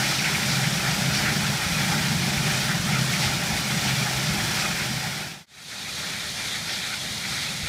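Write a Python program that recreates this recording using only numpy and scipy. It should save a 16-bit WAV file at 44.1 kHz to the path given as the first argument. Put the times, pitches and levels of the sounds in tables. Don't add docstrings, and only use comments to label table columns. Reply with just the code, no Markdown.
import sys
import numpy as np
from scipy import signal
from scipy.fft import rfft, irfft
from scipy.io import wavfile
from scipy.ndimage import uniform_filter1d, map_coordinates

SR = 44100
rng = np.random.default_rng(int(sys.argv[2]) if len(sys.argv) > 2 else 0)


def store_wav(level_fs):
    pcm = np.round(np.clip(np.atleast_2d(level_fs), -1, 1) * 32767)
    wavfile.write(sys.argv[1], SR, pcm.T.astype(np.int16))


N = 338688
T = np.arange(N) / SR
BINS_HZ = np.maximum(np.arange(N // 2 + 1) * SR / N, 1)
MOVE_S, FADE_S = 5.461, .5


# t/s, level/dB
NEAR_FEED = [(0, 2), (.55, 0.1), (.75, 0.5), (1.9, 0), (2.25, -0.1), (3.6, -0.35), (4.6, -0.5), (4.95, -2),
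             (5.25, -0.7)]
FAR_FEED = [(5.9, -0.95), (6.05, 0.17), (6.35, -0.61), (6.5, 0.32), (6.63, 0.47), (6.72, 1.3), (7, -0.51),
            (7.2, 0.28), (7.35, 2.2), (7.5, 1), (7.62, -1)]
# t/s (centre), level/dB, half length/s
SKIDS = [(0.184, -7, 0.027), (0.72, -8, 0.031), (0.98, -3, 0.018), (1.55, -0.5, 0.027), (2.172, -3.5, .025),
         (2.41, -8, 0.01), (2.814, -7.5, 0.042), (3.04, -1.5, 0.038), (3.394, -4, 0.021),
         (3.625, -2, 0.034), (4.936, -3, 0.14), (5.66, -10, .035), (5.94, -6, 0.028), (6.34, -11, 0.025),
         (6.632, -2.5, 0.047), (7.01, -6, 0.041), (7.148, -7, 0.071), (7.575, -4, 0.039)]
def saw(far, bite_s, rasp_db, block_db, hiss_db):
    shaft_hz, slack_lag_s = 28.8, .28
    feed_db = curve(FAR_FEED if far else NEAR_FEED)
    bite = each_lap(bite_s, half_s=.12)
    slack = each_lap(bite_s + slack_lag_s, half_s=.062)
    skid_db = sum(db * np.exp(-((T - s) / half_s) ** 2) for s, db, half_s in SKIDS)
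    cut_db = feed_db + .2 * bite - .5 * slack + skid_db + .25 * walk(12)
    wire_db = feed_db + 1.5 * bite + .12 * skid_db
    shaft_rad = 2 * np.pi * shaft_hz * np.cumsum(1 + .0062 * walk(1)) / SR
    pressure_db = contact(shaft_rad, throb_db=.35, slap_db=.15, chatter_db=.4)
    return (undb(cut_db + rasp_db) * rasp(shaft_rad)
            + undb((cut_db + wire_db) / 2 + block_db) * block()
            + undb(wire_db + pressure_db + hiss_db) * hiss(far))


def each_lap(at_s, half_s, lap_s=.67):
    away_s = (T - at_s + lap_s / 2) % lap_s - lap_s / 2
    return np.exp(-(away_s / half_s) ** 2)


def contact(shaft_rad, throb_db, slap_db, chatter_db):
    return throb_db * np.sin(shaft_rad) + slap_db * np.sin(2 * shaft_rad) + chatter_db * walk(21)


# f/Hz, width/Hz, level/dB
CUT_MODES = [(1388.5, 137, -2.5), (1611, 82, -8), (1855, 210, -3), (2215, 155, -1), (2428, 66, 1.5),
             (3440, 230, -8)]
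def rasp(shaft_rad, drift=.02, sway_db=1.4, squeak_db=-4, chip_db=-7.5):
    grind = 0
    for hz, width_hz, db in CUT_MODES:
        read_at = np.cumsum(1 + drift * walk(9))
        rung = ring(grit(per_s=4000, spread_db=4.2), hz, width_hz)
        drifting = map_coordinates(rung, [read_at], order=1, mode="wrap")
        grind += undb(db + sway_db * walk(25)) * drifting
    squeak = undb(squeak_db) * squeaks()
    chips = undb(chip_db) * unit(ring(grit(per_s=450, spread_db=4), hz=2150, width_hz=1500))
    pressure_db = contact(shaft_rad, throb_db=1.2, slap_db=-1, chatter_db=.7)
    flutter_db = .5 * walk(23)
    return unit(unit(grind) + squeak + chips) * undb(pressure_db + flutter_db)


def squeaks(per_s=220, range_db=11, mean_s=.02, glide=.06):
    out = np.zeros(N + SR)
    for when, mode, length, size, detune, bend in rng.random((int(per_s * N / SR), 6)):
        start, count = int(when * N), int(SR * mean_s * (.5 + length))
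        mode_hz, _, db = CUT_MODES[int(mode * len(CUT_MODES))]
        hz = mode_hz * (1 + .1955 * (detune - .5) + glide * (bend - .5) * np.linspace(-1, 1, count))
        tone = np.sin(2 * np.pi * np.cumsum(hz) / SR)
        out[start:start + count] += undb(db + range_db * size) * np.hanning(count) * tone
    return unit(out[:N])


# t/s (centre), level/dB, f/Hz, half length/s,
# glide/(oct per half length), width/f
CATCHES = [(0.017, -29, 1690, 0.035, -0.05, .5), (0.061, -29, 2430, 0.02, .08, 0.37),
           (0.194, -25.5, 2600, 0.008, -0.072, .22), (0.207, -29, 2230, .008, 0, .25),
           (0.249, -27, 2400, 0.011, 0, 0.39), (0.269, -26, 2300, 0.022, -0.118, 0.18),
           (0.278, -29, 1900, .012, 0.028, .25), (0.297, -29, 1750, 0.012, 0, 0.94),
           (0.354, -23.5, 2160, 0.0098, -0.25, 0.4), (0.39, -38, 2350, .012, 0, .25),
           (0.522, -28, 2240, 0.01, 0, 0.13), (0.153, -33.5, 4710, 0.19, 0, 0.57),
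           (0.536, -33, 5320, 0.045, 0, .4), (0.646, -27, 2050, 0.015, 0, 0.45),
           (0.874, -28, 1710, 0.036, 0.094, 0.46), (0.888, -34, 807, 0.034, 0.013, 0.27),
           (0.946, -31, 2260, 0.011, 0, .3), (1.11, -32, 1445, 0.014, 0.048, .3),
           (1.162, -29, 4980, 0.04, 0.1, 0.35), (1.28, -27, 1704, 0.031, -0.035, 0.45),
           (1.273, -27.5, 2090, 0.054, -0.061, 0.64), (1.45, -30, 1494, 0.02, 0, 0.36),
           (1.635, -30, 1980, 0.017, -0.031, .5), (1.814, -30, 1950, 0.045, 0.016, .5),
           (1.933, -30, 1655, 0.032, 0, 0.54), (1.921, -36, 788, 0.066, 0, .2),
           (1.99, -32, 2110, .02, -0.046, .4), (2.056, -31, 1600, 0.014, 0.02, .4),
           (2.255, -36, 2200, .02, -0.07, .3), (2.379, -28, 2250, 0.0091, 0, .4),
           (2.472, -32, 2200, .014, 0, 0.37), (2.513, -32, 2160, .028, 0, 0.68),
           (2.708, -27.5, 1690, 0.03, 0.015, 0.46), (2.904, -36, 820, .03, -0.028, .25),
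           (2.946, -33, 2320, 0.035, 0, .35), (2.966, -29, 1350, 0.018, 0, 0.18),
           (3.143, -29.5, 2200, 0.015, 0, .35), (3.243, -29, 2300, .025, -0.017, 0.49),
           (3.253, -32, 4330, 0.041, 0, 0.55), (3.259, -37, 790, .05, -0.033, 0.24),
           (3.48, -34, 2330, .008, 0.03, .12), (3.561, -31, 2140, 0.028, .05, .3),
           (3.765, -42, 2150, 0.011, 0, .3), (3.862, -32, 800, 0.019, 0, .25),
           (3.893, -29, 2710, 0.032, -0.014, 0.98), (4.074, -28, 1526, .013, 0.013, 0.43),
           (4.077, -32, 795, 0.022, 0, .25), (4.276, -30, 4500, 0.02, 0, 0.59),
           (4.404, -30, 1900, .011, -0.045, .4), (4.608, -29, 4420, 0.021, 0.056, 0.5),
           (4.601, -32, 2200, 0.035, 0.019, .5), (4.652, -29, 1400, 0.015, 0, .25),
           (4.81, -31, 2050, 0.043, 0, 0.55), (5.048, -33.5, 800, 0.024, 0, 0.19),
           (5.06, -32, 1880, 0.037, -0.063, 0.51), (5.725, -34, 1914, 0.022, 0, 0.51),
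           (5.872, -35, 2210, 0.018, -0.02, .25), (6.051, -36, 1640, 0.024, 0, 0.38),
           (6.139, -37, 1990, 0.041, 0, .5), (6.295, -34, 3900, 0.02, -0.045, 0.29),
           (6.44, -39, 2150, .025, 0, 0.32), (6.52, -34, 3650, 0.029, 0.025, .2),
           (6.555, -35, 2000, 0.023, 0.017, 0.42), (6.704, -31, 1960, 0.018, 0, .45),
           (6.721, -32, 4390, 0.055, -0.0073, 0.62), (6.845, -32, 3730, 0.021, -0.025, .25),
           (6.841, -35, 1900, 0.026, 0.012, .45), (6.935, -35.5, 1453, 0.019, 0, 0.18),
           (6.933, -35, 2260, .022, 0, 0.18), (7.067, -38, 2100, .022, 0.012, 0.36),
           (7.25, -33, 2135, 0.021, 0.02, .3), (7.419, -37, 3970, .11, 0, .35),
           (7.403, -36.5, 2146, 0.098, 0, 0.22), (7.65, -40, 2280, .018, -0.022, 0.22)]
def catches(gain_db, ragged_db):
    out = np.zeros(N)
    for s, db, hz, half_s, glide_oct, width in CATCHES:
        span = np.abs(T - s) < 3 * half_s
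        along = (T[span] - s) / half_s
        noise = rng.standard_normal((len(along), 2)) @ [1, 1j]
        chirr = signal.sosfilt(signal.butter(4, width * hz / 2, fs=SR, output="sos"), noise)
        levelled = chirr / np.sqrt(uniform_filter1d(np.abs(chirr) ** 2, int(half_s * SR)))
        carrier = np.exp(2j * np.pi * np.cumsum(hz * 2 ** (glide_oct * along)) / SR)
        out[span] += undb(db + gain_db) * np.exp(-along ** 2) * unit((levelled * carrier).real)
    return out * undb(ragged_db * walk(70))


# f/Hz, level/dB
NEAR_HISS = [(30, -13), (150, 2), (480, -3.5), (1080, -4), (1500, 1), (2600, -1.5), (2950, -0.2),
             (3300, 0.5), (5750, 0), (6400, -4), (8000, -6.5), (10000, -10), (15000, -17)]
FAR_HISS = [(30, -23), (75, -3), (210, -0.5), (330, -9), (1200, -10), (2000, -3.5), (2400, -5.5),
            (2600, -8.5), (2780, -4.5), (2970, -7.5), (3200, -2), (3800, 0.5), (5100, -4.5), (6400, -6),
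            (7600, -10.5), (9000, -11), (13500, -21), (15000, -26)]
HISS_BANDS = [700, 1600, 3000, 4200, 5800, 9000, 14000]
def hiss(far, slurry_db=1.5, flicker_db=.4):
    spray = unit(grit(per_s=12000, spread_db=2) + undb(slurry_db) * rng.standard_normal(N))
    hz, db = np.transpose(FAR_HISS if far else NEAR_HISS)
    spectrum = rfft(spray) * undb(np.interp(np.log(BINS_HZ), np.log(hz), db))
    weights = (np.interp(BINS_HZ, HISS_BANDS, row) for row in np.eye(len(HISS_BANDS)))
    bands = (irfft(spectrum * weight, N) for weight in weights)
    return face_reflection(sum(band * undb(flicker_db * walk(29)) for band in bands))


def face_reflection(x, delay_s=.0014, sway_s=.0002, echo_db=-14.5):
    echo_time_s = T - delay_s - sway_s * walk(6)
    return unit(x + undb(echo_db) * map_coordinates(x, [echo_time_s * SR], order=3, mode="mirror"))


# f/Hz, width/Hz, level/dB
BLOCK_MODES = [(330.5, 78, -3.5), (394.5, 25, -4), (596.6, 45, -4.5), (795, 156, -0.5)]
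def block(sway_db=1.63):
    return resonate(BLOCK_MODES, per_s=9000, spread_db=3.5) * undb(sway_db * walk(7.6))


# f/Hz, width/Hz, level/dB
FRAME_MODES = [(131, 43, -1.5), (157.2, 17, 3.5), (175.2, 31, 1), (211.6, 27, -1.5)]
# f/Hz, level/dB re frame shake
DRIVE_TONES = [(152.5, -9.5), (201.8, -9), (599, -22.5), (800, -25)]
# t/s, level/dB
NEAR_DRONE = [(0, -35), (.3, -33.5), (.55, -31.5), (.9, -32), (1.17, -29), (1.5, -30.5), (1.73, -31.5),
              (2, -27), (2.3, -30), (2.75, -30.5), (3.15, -29.5), (3.7, -32), (4.1, -33), (4.35, -31),
              (4.7, -34), (5, -35), (5.25, -33.5)]
FAR_DRONE = [(5.9, -45.5), (6.6, -42), (7.6, -39.5)]
# t/s, level/dB
NEAR_HUM = [(0, -28), (.12, -33), (.22, -43), (.45, -31), (.56, -25), (.7, -26.5), (.78, -35), (.88, -29.5),
            (.96, -42), (1.02, -27), (1.12, -27.5), (1.22, -36), (1.4, -29), (1.5, -33), (1.75, -40),
            (1.84, -26.5), (1.93, -41), (2.2, -34), (2.3, -30.5), (2.6, -34), (2.76, -27.5), (2.84, -43),
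            (2.93, -27), (3.02, -25), (3.09, -31), (3.3, -29), (3.4, -40), (3.8, -33.5), (3.88, -29),
            (4.07, -31), (4.2, -32.5), (4.3, -32), (4.42, -41), (4.78, -40), (4.86, -35.5), (5.08, -33),
            (5.2, -43)]
FAR_HUM = [(5.9, -49.5), (7.6, -39.5)]
def drone(far, frame_db, hum_db):
    hum_hz, throb_hz, throb_db, waver = 132.2, 19.4, 1.2, .012
    throb = np.sin(2 * np.pi * throb_hz * np.cumsum(1 + waver * walk(2)) / SR)
    lumps = undb(throb_db * throb + .6 * walk(30))
    shake = resonate(FRAME_MODES, per_s=1500, spread_db=3)
    drive_time_s = np.cumsum(1 + waver * walk(3.54)) / SR

    def tone(hz):
        return np.sqrt(2) * np.sin(2 * np.pi * (hz * drive_time_s + rng.random()))

    upper_tones = sum(undb(db + 1.5 * walk(7.3)) * tone(hz) for hz, db in DRIVE_TONES)
    frame_gain = undb(curve(FAR_DRONE if far else NEAR_DRONE) + frame_db)
    hum_gain = undb(curve(FAR_HUM if far else NEAR_HUM) + hum_db)
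    return frame_gain * unit(shake * lumps + upper_tones) + hum_gain * lumps * tone(hum_hz)


# t/s, level/dB (peak), f/Hz
KNOCKS = [(1.085, -19, 150), (1.182, -22, 170), (1.328, -23, 145), (1.434, -19, 140), (4.347, -24, 170),
          (4.976, -25, 150)]
def knocks():
    out = np.zeros(N)
    for s, db, hz in KNOCKS:
        knock = ring(signal.unit_impulse(N, int(s * SR)), hz, width_hz=76)
        out += undb(db) * knock / np.abs(knock).max()
    return out


# t/s, level/dB
LOW_THUDS = [(.86, -35), (1.11, -31), (1.2, -31), (1.66, -29), (1.72, -29), (2.16, -31), (2.37, -29),
             (2.79, -26), (3.26, -27), (3.53, -26), (4.3, -34), (4.379, -29), (7.63, -28)]
# f/Hz, width/Hz, level/dB
DEEP_MODES = [(60, 15, -1), (83, 28, 1)]
def rumble(shudder_db):
    impulses = np.zeros(N)
    for s, db in LOW_THUDS:
        impulses[int(s * SR)] = undb(db)
    thuds = sum(undb(db) * ring(impulses, hz, width_hz) for hz, width_hz, db in DEEP_MODES)
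    thuds *= impulses.max() / np.abs(thuds).max()
    shudder = resonate(DEEP_MODES, per_s=280, spread_db=5.5)
    envelope_db = np.where(T < MOVE_S, curve(NEAR_DRONE), curve(FAR_DRONE))
    return thuds + undb(envelope_db + shudder_db) * shudder


def grit(per_s, spread_db):
    struck = rng.random(N) < per_s / SR
    return unit(struck * rng.choice([-1, 1], N) * undb(spread_db * rng.standard_normal(N)))


def resonate(modes, per_s, spread_db):
    return unit(sum(undb(db) * ring(grit(per_s, spread_db), hz, width_hz) for hz, width_hz, db in modes))


def ring(x, hz, width_hz):
    detune = (BINS_HZ ** 2 - hz ** 2) / (BINS_HZ * width_hz * np.pi / 2)
    return irfft(rfft(x) / (1 + 1j * detune) ** 2, N)


def walk(rate_hz):
    return unit(irfft(rfft(rng.standard_normal(N)) * np.exp(-(BINS_HZ / rate_hz) ** 2), N))


def curve(table):
    return np.interp(T, *np.transpose(table))


def undb(db):
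    return 10 ** (np.asarray(db) / 20)


def unit(x):
    return x / np.sqrt(np.mean(x ** 2))


def scene():
    near = saw(far=False, bite_s=.52, rasp_db=-33, block_db=-38.5, hiss_db=-28)
    near += drone(far=False, frame_db=1, hum_db=-2.05)
    far = saw(far=True, bite_s=4.4, rasp_db=-38, block_db=-48.5, hiss_db=-32)
    far += drone(far=True, frame_db=-2.5, hum_db=-7.5)
    mono = np.where(T < MOVE_S, near, far)
    mono += rumble(shudder_db=-14) + knocks() + catches(gain_db=-1, ragged_db=-.5)
    return np.array([mono, mono])


def record(dry):
    fade = np.minimum(np.abs(T - MOVE_S) / FADE_S, 1)
    return signal.sosfilt(signal.ellip(10, .2, 80, 15500, fs=SR, output="sos"), dry * fade)


dry = scene()
out = record(dry)
store_wav(out)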